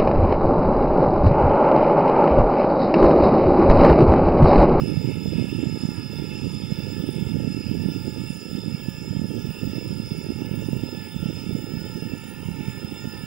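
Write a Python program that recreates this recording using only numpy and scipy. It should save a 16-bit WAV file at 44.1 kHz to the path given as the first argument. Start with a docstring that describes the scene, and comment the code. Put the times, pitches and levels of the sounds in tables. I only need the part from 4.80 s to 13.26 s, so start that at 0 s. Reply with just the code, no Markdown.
"""A frozen lake: a four-rotor drone hovers a few metres up, a small camera stands low on the snow.
Blades sound as wavering harmonics and pulsed noise; motors whine at high multiples of the blade rate.
The ice sends it all back about 2 ms late, which combs the sound; a thin high whistle lies on top.
Shaped noise and short pressure swings make a stiff wind, which buffets the exposed right microphone
and only brushes the sheltered left one. The camera adds steady hiss of its own."""
import sys
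import numpy as np
from scipy import signal
from scipy.fft import rfft, irfft, next_fast_len
from scipy.io import wavfile
from scipy.ndimage import uniform_filter1d, map_coordinates

SR = 44100
rng = np.random.default_rng(int(sys.argv[2]) if len(sys.argv) > 2 else 0)


def gain_from_db(level_db):
    """Turn a decibel level (scalar or array-like) into a linear amplitude factor."""
    decades = np.asarray(level_db, float) / 20
    return 10 ** decades


def dump_mix(stems):
    """Bounce the given channels to the path in sys.argv[1] as a 16-bit WAV at rate SR."""
    frames = np.atleast_2d(stems).T  # one column per channel
    limited = np.clip(frames, -1, 1)  # hard clip at full scale
    pcm = np.round(limited * 32767).astype(np.int16)
    wavfile.write(sys.argv[1], SR, pcm)


N = 373067

# blade rate of each rotor as the flight control holds the hover, one list a rotor: time_s, blade_hz
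ROTOR_SPEEDS = [
    [(0, 187), (.39, 185.6), (.72, 187.8), (.85, 186), (1.15, 187.2), (1.3, 186.3), (1.45, 187),
     (1.8, 185.8), (1.95, 187.6), (2.15, 191.5), (2.27, 189), (2.39, 187.3), (2.5, 187.8), (2.7, 185.7),
     (2.82, 186.1), (3.13, 190), (3.28, 188.3), (3.74, 188.1), (3.93, 186.9), (4.09, 190.1), (4.32, 186.4),
     (4.46, 186.8), (4.53, 187.9), (4.8, 189.8), (5.03, 189), (5.17, 187.2), (5.4, 187.9), (5.5, 186),
     (5.62, 189.5), (5.85, 191.2), (6.05, 192.5), (6.14, 194.4), (6.43, 191.6), (6.52, 189.7), (6.6, 191.2),
     (6.94, 192.5), (7.15, 195), (7.32, 193.5), (7.61, 197.2), (7.9, 196.9), (8.05, 195.8), (8.25, 197.7),
     (8.46, 195.8)],
    [(0, 183.6), (.21, 183.1), (.3, 184.7), (.59, 182.8), (.8, 184.3), (1.22, 182.9), (1.55, 182.7),
     (1.64, 183.6), (1.87, 183.1), (2, 183.9), (2.45, 184.2), (2.73, 185), (2.84, 184), (3.16, 184.8),
     (3.38, 183.6), (3.7, 184.8), (3.92, 184.8), (4.1, 183.3), (4.3, 182.8), (4.6, 183.6), (4.72, 184),
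     (4.95, 185.3), (5.17, 183.8), (5.32, 184.2), (5.5, 182.8), (5.82, 185.2), (6.05, 184.3), (6.24, 183.5),
     (6.59, 184), (6.75, 183), (6.91, 183.5), (7.19, 184.9), (7.42, 185), (7.55, 186.5), (7.75, 184.3),
     (7.96, 183.2), (8.22, 184.8), (8.46, 183)],
    [(0, 171), (.45, 168), (.7, 170.5), (1.1, 170.2), (1.25, 169.2), (1.5, 171), (1.85, 168.7),
     (2.1, 174.5), (2.4, 171), (2.5, 172.6), (2.75, 170), (3.15, 174), (4.1, 172), (4.8, 175.3), (5.3, 172),
     (5.8, 172.5), (6.25, 174), (6.65, 172), (7.3, 174), (7.7, 175.5), (8.05, 173.5), (8.46, 175.5)],
    [(0, 177.5), (.75, 178), (1.2, 177.3), (1.8, 178), (3.5, 177.3), (3.65, 176), (3.85, 177.3),
     (4.1, 175.7), (4.7, 176.3), (5.2, 176.8), (5.35, 178.5), (5.7, 182), (6.3, 180.5), (6.75, 183),
     (7.4, 183.5), (8, 181), (8.46, 182)],
]
# harmonics of the blades: multiple of the blade rate, then level_db of each of the four rotors
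BLADE_HUM = [(2, -66.5, -71.5, -85, -70), (3, -84, -69.5, -66, -74.5), (4, -71, -87, -86, -89),
             (5, -70.5, -73, -64.5, -72.5), (6, -96, -94, -122, -120), (7, -66, -78, -71.5, -67.5),
             (8, -70, -77, -64.5, -68.5), (9, -65.5, -73, -91, -107), (10, -88, -73, -65.5, -69.5),
             (12, -65, -71, -93, -69), (15, -86, -76, -66.5, -68.5), (16, -74.5, -67, -55, -60),
             (19, -72.5, -81.5, -87, -90), (20, -74, -77, -89, -74)]
# motor tones: multiple of the blade rate, then level_db relative to WHINE for each whining motor
MOTOR_ORDERS = [(14, -4, 2.5), (21, -4, -32), (26, -9.5, -19), (28, -1.5, -2)]
# whine of the two faster motors as the craft turns; the slower two are not heard to whine:
# time_s, first_motor_db, second_motor_db
WHINE = [(0, -49, -51), (.55, -49, -51), (.7, -53, -54), (.9, -49, -51), (1.85, -48, -50), (2.15, -50, -50),
         (2.5, -54, -50), (2.8, -47, -52), (3.2, -51, -50), (3.7, -50, -50), (4.2, -51, -50),
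         (4.75, -53, -52), (5, -49, -48), (5.55, -50, -50), (5.63, -52, -50), (5.72, -66, -53),
         (5.9, -52, -52), (5.98, -52, -62), (6.06, -64, -47), (6.22, -54, -48), (6.34, -66, -49),
         (6.47, -47, -49), (6.62, -64, -48), (7.3, -62, -48), (7.4, -64, -60), (7.55, -66, -75),
         (7.7, -68, -70), (7.77, -68, -50), (8.25, -68, -50), (8.46, -68, -54)]
# airframe resonances that favour the whine: centre_hz, width_hz (full, at half amplitude), gain_db
FRAME = [(5190, 420, 0), (4910, 280, 3), (4040, 620, -23.5), (2700, 300, -14)]
# spectral shape of the blade hiss: frequency_hz, relative level_db per Hz
BLADE_HISS = [(250, -62), (430, -21), (870, 4), (1350, -4.5), (1750, -4.5), (2200, 0.5), (2650, 7.5),
              (2850, 13), (3200, -16), (3580, 10), (3850, -9), (4250, -34), (4550, -8.5), (4950, 8),
              (5200, 11.5), (5600, -24.5), (6150, -28.5), (6700, -33), (7250, -14.5), (7700, -26),
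              (9200, -9), (10200, -46), (14000, -45)]
# rotor wash as the craft tilts and drifts: time_s, hiss_db, upper_gain_db (of the upper hiss, on top)
WASH = [(0, -45.5, -2), (.7, -48, 1.5), (1.4, -46.5, -0.5), (2.1, -50, 4.5), (2.8, -49.5, 2),
        (3.5, -53, 6.5), (4.2, -51.5, -0.5), (4.9, -52, 3.5), (5.6, -52, 2), (6.3, -51, 0.5), (7, -52.5, 4),
        (7.7, -51, -4), (8.1, -47, -1), (8.46, -50.5, 3.5)]
# uneven swelling of each hiss band alone: spread_db, changes per second
PATCHES = (2.6, 10)
# path by way of the ice: time_s, extra_delay_ms
BOUNCE = [(0, 2.33), (3, 2.31), (8.46, 2.29)]
# the bounce at the left, then the right microphone:
# gain, gain of a fainter second round, phase_lead_rad, dulled_above_hz
ICE = [(.93, .12, .25, 3900), (.93, .12, .5, 3000)]
# right microphone against left: frequency_hz, right_louder_db, right_lead_rad
MICROPHONES = [(302, -11.5, 0.092), (970, 2, 0.69), (3040, 5, 0.85), (2930, -17, 0.23), (3600, 8, 0.69),
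               (4500, -24, 0.82), (4920, 11, 0.67), (7720, -30.5, 0.6), (9860, -2, 3.1), (10800, 3, 1.4),
               (15600, 16, 3.2)]
# spectral shape of the wind at each microphone: frequency_hz, relative level_db per Hz
WIND_LEFT = [(30, -2), (45, 2), (60, -4), (90, 19), (130, 8), (180, -21), (250, -11), (400, -34),
             (800, -51)]
WIND_RIGHT = [(30, 6), (45, -8), (60, -5), (90, 2.5), (150, 1), (250, -4), (350, -19.5), (500, -16),
              (650, -28.5), (1000, -91), (1500, -51)]
# wind on the exposed microphone, without the thumps: time_s, level_db
GUSTS = [(0, -20), (.26, -25), (.54, -22), (.89, -23), (1.01, -28.5), (1.13, -27), (1.39, -25.5),
         (1.81, -25.5), (1.93, -24), (2.5, -25.5), (3.04, -22.5), (3.23, -25.5), (3.53, -29.5), (3.6, -31),
         (3.77, -28), (4.05, -28.5), (4.41, -25.5), (4.64, -25), (4.75, -30), (4.85, -25), (5.2, -26),
         (5.45, -28.5), (5.8, -23.5), (5.91, -24), (6.17, -26), (6.22, -33.5), (6.46, -28.5), (6.55, -27),
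         (7, -28), (7.07, -28), (7.33, -28), (7.42, -32), (7.8, -27.5), (7.96, -31.5), (8.18, -28),
         (8.46, -34)]
# how unevenly the wind rolls: spreads rumble_db, eddies_db, whole_gust_db
ROLL_DB = (1.6, 1.0, .7)
# scattered eddies on the right: scale_hz (the peak lies 1.22 times higher), rate per second,
# relative level_db, spread_db of the single blips
EDDIES = [(116.8, 70, -1, 3), (176, 70, -3, 5.5), (237.6, 60, -5.5, 4), (305.4, 50, -12.5, 10.5),
          (430, 49, -31, 5)]
# strongest eddies on the right: centre_s, peak_db, swing_hz, sign (dip -1, bump 1)
THUMPS = [(0.037, -8, 226, 1), (0.082, -12, 239, -1), (0.174, -13, 183, -1), (0.209, -14, 174, -1),
          (0.288, -12.5, 273, -1), (0.459, -8.5, 245, 1), (0.485, -25, 135, 1), (0.507, -16, 184, -1),
          (0.541, -21, 223, -1), (0.556, -14, 147, 1), (0.588, -9.5, 197, -1), (0.613, -9.5, 185, -1),
          (0.717, -15, 197, -1), (0.837, -10, 233, -1), (0.872, -11.5, 184, -1), (1.037, -10, 223, -1),
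          (1.054, -7, 185, -1), (1.09, -9, 220, -1), (1.399, -10.5, 190, -1), (1.534, -14.5, 182, 1),
          (1.659, -16.5, 210, -1), (1.838, -16, 200, -1), (1.924, -9, 176, -1), (1.99, -12.5, 164, -1),
          (2.201, -13.5, 149, 1), (2.24, -10, 220, -1), (2.291, -9.5, 290, -1), (2.426, -11, 174, -1),
          (2.471, -11.5, 128, -1), (2.59, -11, 160, 1), (2.649, -9.5, 204, -1), (2.68, -10, 195, -1),
          (2.777, -14.5, 280, 1), (2.791, -13, 150, -1), (2.869, -13.5, 179, 1), (2.915, -7.5, 225, -1),
          (2.952, -12, 280, 1), (2.973, -12, 182, -1), (3.062, -8, 186, -1), (3.088, -10, 249, -1),
          (3.163, -11.5, 240, 1), (3.281, -11.5, 258, 1), (3.506, -13, 192, 1), (3.732, -15.5, 191, -1),
          (3.753, -11, 201, -1), (3.883, -12, 202, -1), (3.949, -12.5, 160, -1), (4.087, -8.5, 195, -1),
          (4.31, -12, 153, -1), (4.369, -10.5, 190, -1), (4.396, -9.5, 197, -1), (4.418, -9.5, 231, -1),
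          (4.446, -13.5, 214, 1), (4.588, -17, 147, -1), (4.673, -13, 200, -1), (4.692, -12.5, 148, 1),
          (4.833, -10, 171, -1), (4.876, -11, 227, 1), (4.9, -15.5, 166, 1), (4.984, -12, 270, 1),
          (5.128, -13.5, 178, -1), (5.201, -10.5, 200, -1), (5.32, -11.5, 167, -1), (5.505, -9.5, 260, -1),
          (5.621, -11, 303, -1), (5.715, -14, 156, -1), (5.888, -9.5, 276, -1), (5.932, -11, 216, 1),
          (5.967, -9, 171, -1), (6.037, -9, 261, -1), (6.365, -12, 175, -1), (6.43, -11.5, 200, -1),
          (6.46, -9, 183, -1), (6.49, -12.5, 195, -1), (6.753, -9.5, 220, -1), (6.843, -15, 236, 1),
          (6.941, -16, 176, -1), (6.972, -13.5, 204, 1), (7.158, -14, 183, -1), (7.226, -14.5, 179, -1),
          (7.337, -11.5, 210, -1), (7.688, -17, 190, -1), (7.809, -12.5, 244, -1), (7.884, -10, 162, -1),
          (8.049, -14, 187, 1), (8.123, -16.5, 279, -1), (8.256, -18, 243, -1), (8.275, -15, 198, -1),
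          (8.44, -17.5, 188, -1)]
# gusts that reach round to the sheltered side: centre_s, peak_db, length_s (from centre to 1/e)
SPILLS = [(0, -45, 0.31), (0.454, -40, 0.062), (.8, -54, 0.16), (2, -55, 0.16), (2.7, -51, 0.28),
          (3.05, -48, 0.15), (3.55, -56, .2), (4.15, -51, 0.22), (4.402, -43, 0.2), (5.1, -43, 0.22),
          (5.472, -39, 0.11), (5.893, -45, 0.17), (6.5, -53.5, 0.29), (7.05, -54, 0.065), (7.8, -57, 0.18),
          (8.113, -49, 0.069)]
# broad hiss of the camera: frequency_hz, left_db per Hz, right_db per Hz
SELF_HISS = [(500, -108, -106), (4200, -112, -106), (5700, -116, -107), (9000, -100, -101),
             (9400, -105, -90.5), (12100, -111, -99), (13100, -108, -101), (15100, -116, -116)]
# narrow bands of camera hiss: centre_hz, width_hz (from centre to 1/e), left_db, right_db, right_lead_rad
NARROW_HISS = [(3200, 50, -74, -62.5, .4), (4600, 110, -67, -82, 1.2), (5848, 104, -92, -64.5, 0.39),
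               (6600, 280, -94, -69.5, 0.74), (7080, 66, -73, -59, 1.13), (7260, 50, -64.5, -71.5, 0.63),
               (7340, 72, -78, -82, .6), (7600, 60, -71, -83, .5), (8180, 45, -88, -69.5, 0.71),
               (9590, 63, -66, -56.5, 2.28), (14289, 80, -84, -78, 1.5), (15000, 130, -73, -63, .8)]

SPEED_SHAKE, HUM_WAVER_RAD = .0013, .5  # spreads; the shake is a fraction of the blade rate
HUM_DB_PER_HZ = .45  # a rotor hums louder the harder it pulls: for each Hz above its mean blade rate
HUM_FLUTTER_DB, WHINE_FLUTTER_DB = 2.66, 2.2
FRAME_FLOOR_DB = -40  # passed away from the resonances
UPPER_HZ = 2980  # start of the upper hiss
SCATTER_DB = -11  # hiss that differs between the microphones, against the hiss they share
WHISTLE_HZ, WHISTLE_WIDTH_HZ, WHISTLE_DB = 15670, 70, -55.5
FULL_HZ, FADE_DB_PER_HZ = 189.3, 4.5  # the whistle fades below this blade rate
RUMBLE_DB, LEE_DB = -1, -98  # rumble against the eddies; least wind on the sheltered side
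THUMP_CYCLES, THUMP_DRAG = 0.64, 1.1  # reach of a swing, stretch of its later half
THUMP_TIP, TIP_CYCLES = 0.24, 0.12  # share and reach of the sharp tip
BASS_CUT_HZ, TOP_HZ = 60, 15830

PADDED = next_fast_len(N)
T = np.arange(N) / SR
HZ = np.arange(PADDED // 2 + 1) * SR / PADDED + 1  # 1 Hz up, to keep clear of zero


def curve(rows):
    """Columns of a table, one value a sample."""
    s, *columns = np.transpose(rows)
    return [np.interp(T, s, c) for c in columns]


def across(rows):
    """Columns of a table, one value a frequency."""
    hz, *columns = np.transpose(rows)
    return [np.interp(np.log(HZ), np.log(hz), c) for c in columns]


def colour(x, gain):
    """Filter by a complex gain per frequency."""
    return irfft(rfft(x, PADDED) * gain, PADDED)[..., :N]


def unit(x):
    """Scale to an rms of 1."""
    return x / np.sqrt(np.mean(x ** 2))


def walk(rate):
    """Random levels held 1 / rate s and slewed twice; spread near 1."""
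    hold = int(SR / rate)
    steps = np.repeat(rng.standard_normal(N // hold + 1), hold)
    return 1.496 * uniform_filter1d(uniform_filter1d(steps, hold), hold)[:N]


def narrow(hz, width):
    """Noise in a bell-shaped band, rms of 1."""
    return unit(colour(rng.standard_normal(N), np.exp(-((HZ - hz) / width) ** 2)))


def bell(s, length):
    """A swell centred on s."""
    return np.exp(-((T - s) / length) ** 2)


def frame(hz):
    """Gain of the airframe's resonances at a moving frequency."""
    gain = gain_from_db(FRAME_FLOOR_DB)
    for centre_hz, width, db in FRAME:
        gain = gain + gain_from_db(db) / (1 + (2 * (hz - centre_hz) / width) ** 4)
    return gain


def rotor(which, chop=0.49):
    """Blade hum, motor whine locked to the shaft, and noise that pulses with each blade."""
    hz = curve(ROTOR_SPEEDS[which])[0]
    # the flight control trims the speed many times a second
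    turn = 2 * np.pi * (np.cumsum(hz * (1 + SPEED_SHAKE * walk(70))) / SR + rng.random())
    tones = np.zeros(N)
    # gusts load the blades unevenly, so the hum flutters in strength and phase
    pull_db = HUM_DB_PER_HZ * (hz - hz.mean())
    for multiple, *levels_db in BLADE_HUM:
        db = levels_db[which] + pull_db + HUM_FLUTTER_DB * walk(14)
        tones += gain_from_db(db) * np.sin(round(multiple) * (turn + HUM_WAVER_RAD * walk(25)))
    if which < len(WHINE[0]) - 1:
        whine_db = curve(WHINE)[which]
        for multiple, *levels_db in MOTOR_ORDERS:
            db = whine_db + levels_db[which] + WHINE_FLUTTER_DB * walk(30)
            tones += gain_from_db(db) * frame(round(multiple) * hz) * np.sin(round(multiple) * turn)
    rush = (1 + chop * np.cos(turn)) * rng.standard_normal(N)
    return tones, rush


def patchy(noise, count=12):
    """Overlapping bands, each with its own wandering level; the end ones reach past 700 Hz and 6 kHz."""
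    place = np.clip(np.log(HZ / 700) / np.log(6000 / 700), 0, 1) * (count - 1)
    spread_db, rate = PATCHES
    out = np.zeros(N)
    for k in range(count):
        band = colour(noise, np.maximum(1 - abs(place - k), 0))
        out += band * gain_from_db(spread_db * walk(rate))
    return out


def wash(noise):
    """Blade hiss; its upper part is more directional and swells on its own."""
    hiss_db, upper_db = curve(WASH)
    hiss = unit(colour(noise, gain_from_db(across(BLADE_HISS)[0])))
    upper = colour(hiss, 1 / (1 + (UPPER_HZ / HZ) ** 12))
    return gain_from_db(hiss_db) * (hiss - upper + gain_from_db(upper_db) * upper)


def whistle():
    """The motor drive's high whistle, a ragged narrow band that swells with the fastest rotor."""
    short_hz = np.maximum(FULL_HZ - curve(ROTOR_SPEEDS[0])[0], 0)
    db = WHISTLE_DB - FADE_DB_PER_HZ * short_hz + 0.82 * walk(7)
    return gain_from_db(db) * narrow(WHISTLE_HZ, WHISTLE_WIDTH_HZ)


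def drone():
    """Four rotors at each microphone, straight and again off the ice; delayed copies comb the sound."""
    tones, rush = np.sum([rotor(which) for which in range(len(ROTOR_SPEEDS))], axis=0)
    shared = tones + wash(patchy(rush * gain_from_db(1.13 * walk(20))))
    lag = curve(BOUNCE)[0] * SR / 1000  # samples
    high = whistle()
    louder_db, lead = across(MICROPHONES)
    out = []
    for side, (gain, again, early, dull_hz) in zip((-1, 1), ICE):
        direct = shared + gain_from_db(SCATTER_DB) * wash(rng.standard_normal(N))
        once, twice = (map_coordinates(direct, [np.arange(N) - k * lag], order=3) for k in (1, 2))
        ice = np.exp(1j * early) / np.sqrt(1 + (HZ / dull_hz) ** 4)
        heard = direct + gain * colour(once, ice) + again * colour(twice, ice ** 2) + high
        # the camera body gives the microphones different strength and phase
        out.append(colour(heard, gain_from_db(side * louder_db / 2) * np.exp(side * .5j * lead)))
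    return np.array(out)


def buffet(spectrum, flutter_db, rate):
    """Low noise of air rolling over a microphone, rms of 1."""
    rolling = rng.standard_normal(N) * gain_from_db(flutter_db * walk(rate))
    return unit(colour(rolling, gain_from_db(across(spectrum)[0])))


def eddies():
    """Scattered pressure blips of about one cycle, a few much stronger, more often dips than bumps."""
    out = np.zeros(N)
    for hz, rate, db, spread_db in EDDIES:
        arrivals = rng.random(N) < rate / SR
        strength = gain_from_db(spread_db * np.minimum(rng.exponential(size=N), 2))
        kicks = arrivals * strength * np.sign(rng.random(N) - .65)
        shape = (HZ / hz) ** 3 * np.exp(-(HZ / hz) ** 2 + .5j * rng.standard_normal())
        out += gain_from_db(db) * unit(colour(kicks, shape))
    return out


def thumps():
    """Strong eddies: a pointed pressure swing with a rebound on either side, the later one slower."""
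    out = np.zeros(N)
    for s, db, hz, sign in THUMPS:
        near = slice(max(int((s - .03) * SR), 0), int((s + .04) * SR))
        phase = (T[near] - s) * hz  # cycles
        phase = np.where(phase > 0, phase / THUMP_DRAG, phase)
        swing = np.exp(-(phase / THUMP_CYCLES) ** 2) * np.cos(2 * np.pi * phase)
        tip = np.exp(-(phase / TIP_CYCLES) ** 2)
        out[near] += np.sign(sign) * gain_from_db(db) * ((1 - THUMP_TIP) * swing + THUMP_TIP * tip)
    return out


def wind():
    """Turbulence at each microphone, unrelated between the two: brief spills left, full gusts right."""
    lee = gain_from_db(LEE_DB) + sum(gain_from_db(db) * bell(s, length) for s, db, length in SPILLS)
    left = lee * buffet(WIND_LEFT, 2.3, 27)
    rumble_db, eddies_db, gust_db = ROLL_DB
    rumble = gain_from_db(RUMBLE_DB) * buffet(WIND_RIGHT, rumble_db, 50)
    exposed = unit(rumble + eddies() * gain_from_db(eddies_db * walk(25)))
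    right = gain_from_db(curve(GUSTS)[0] + gust_db * walk(10)) * exposed + thumps()
    return np.array([left, right])


def camera():
    """Broad noise of each channel and a few narrow bands, fixed in pitch, that flutter in level."""
    # sqrt(SR / 2) turns a level per Hz into that of white noise
    broad = [colour(rng.standard_normal(N), gain_from_db(db) * np.sqrt(SR / 2)) for db in across(SELF_HISS)]
    out = np.array(broad)
    for hz, width, left_db, right_db, lead in NARROW_HISS:
        band = narrow(hz, width) * gain_from_db(2.7 * walk(15))
        out += [gain_from_db(left_db) * band, gain_from_db(right_db) * colour(band, np.exp(1j * lead))]
    return out


def scene():
    """Drone, wind and the camera itself, left and right."""
    return drone() + wind() + camera()


def roll_off(x):
    """The treble ends steeply here."""
    return signal.sosfilt(signal.butter(12, 16390, fs=SR, output="sos"), x)


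def record(dry):
    """The bass rolls off gently below BASS_CUT_HZ and the sound ends sharply at TOP_HZ."""
    cut = colour(dry, (HZ < TOP_HZ) / np.sqrt(1 + (BASS_CUT_HZ / HZ) ** 6))
    return roll_off(cut)


dry = scene()
out = record(dry)
dump_mix(out)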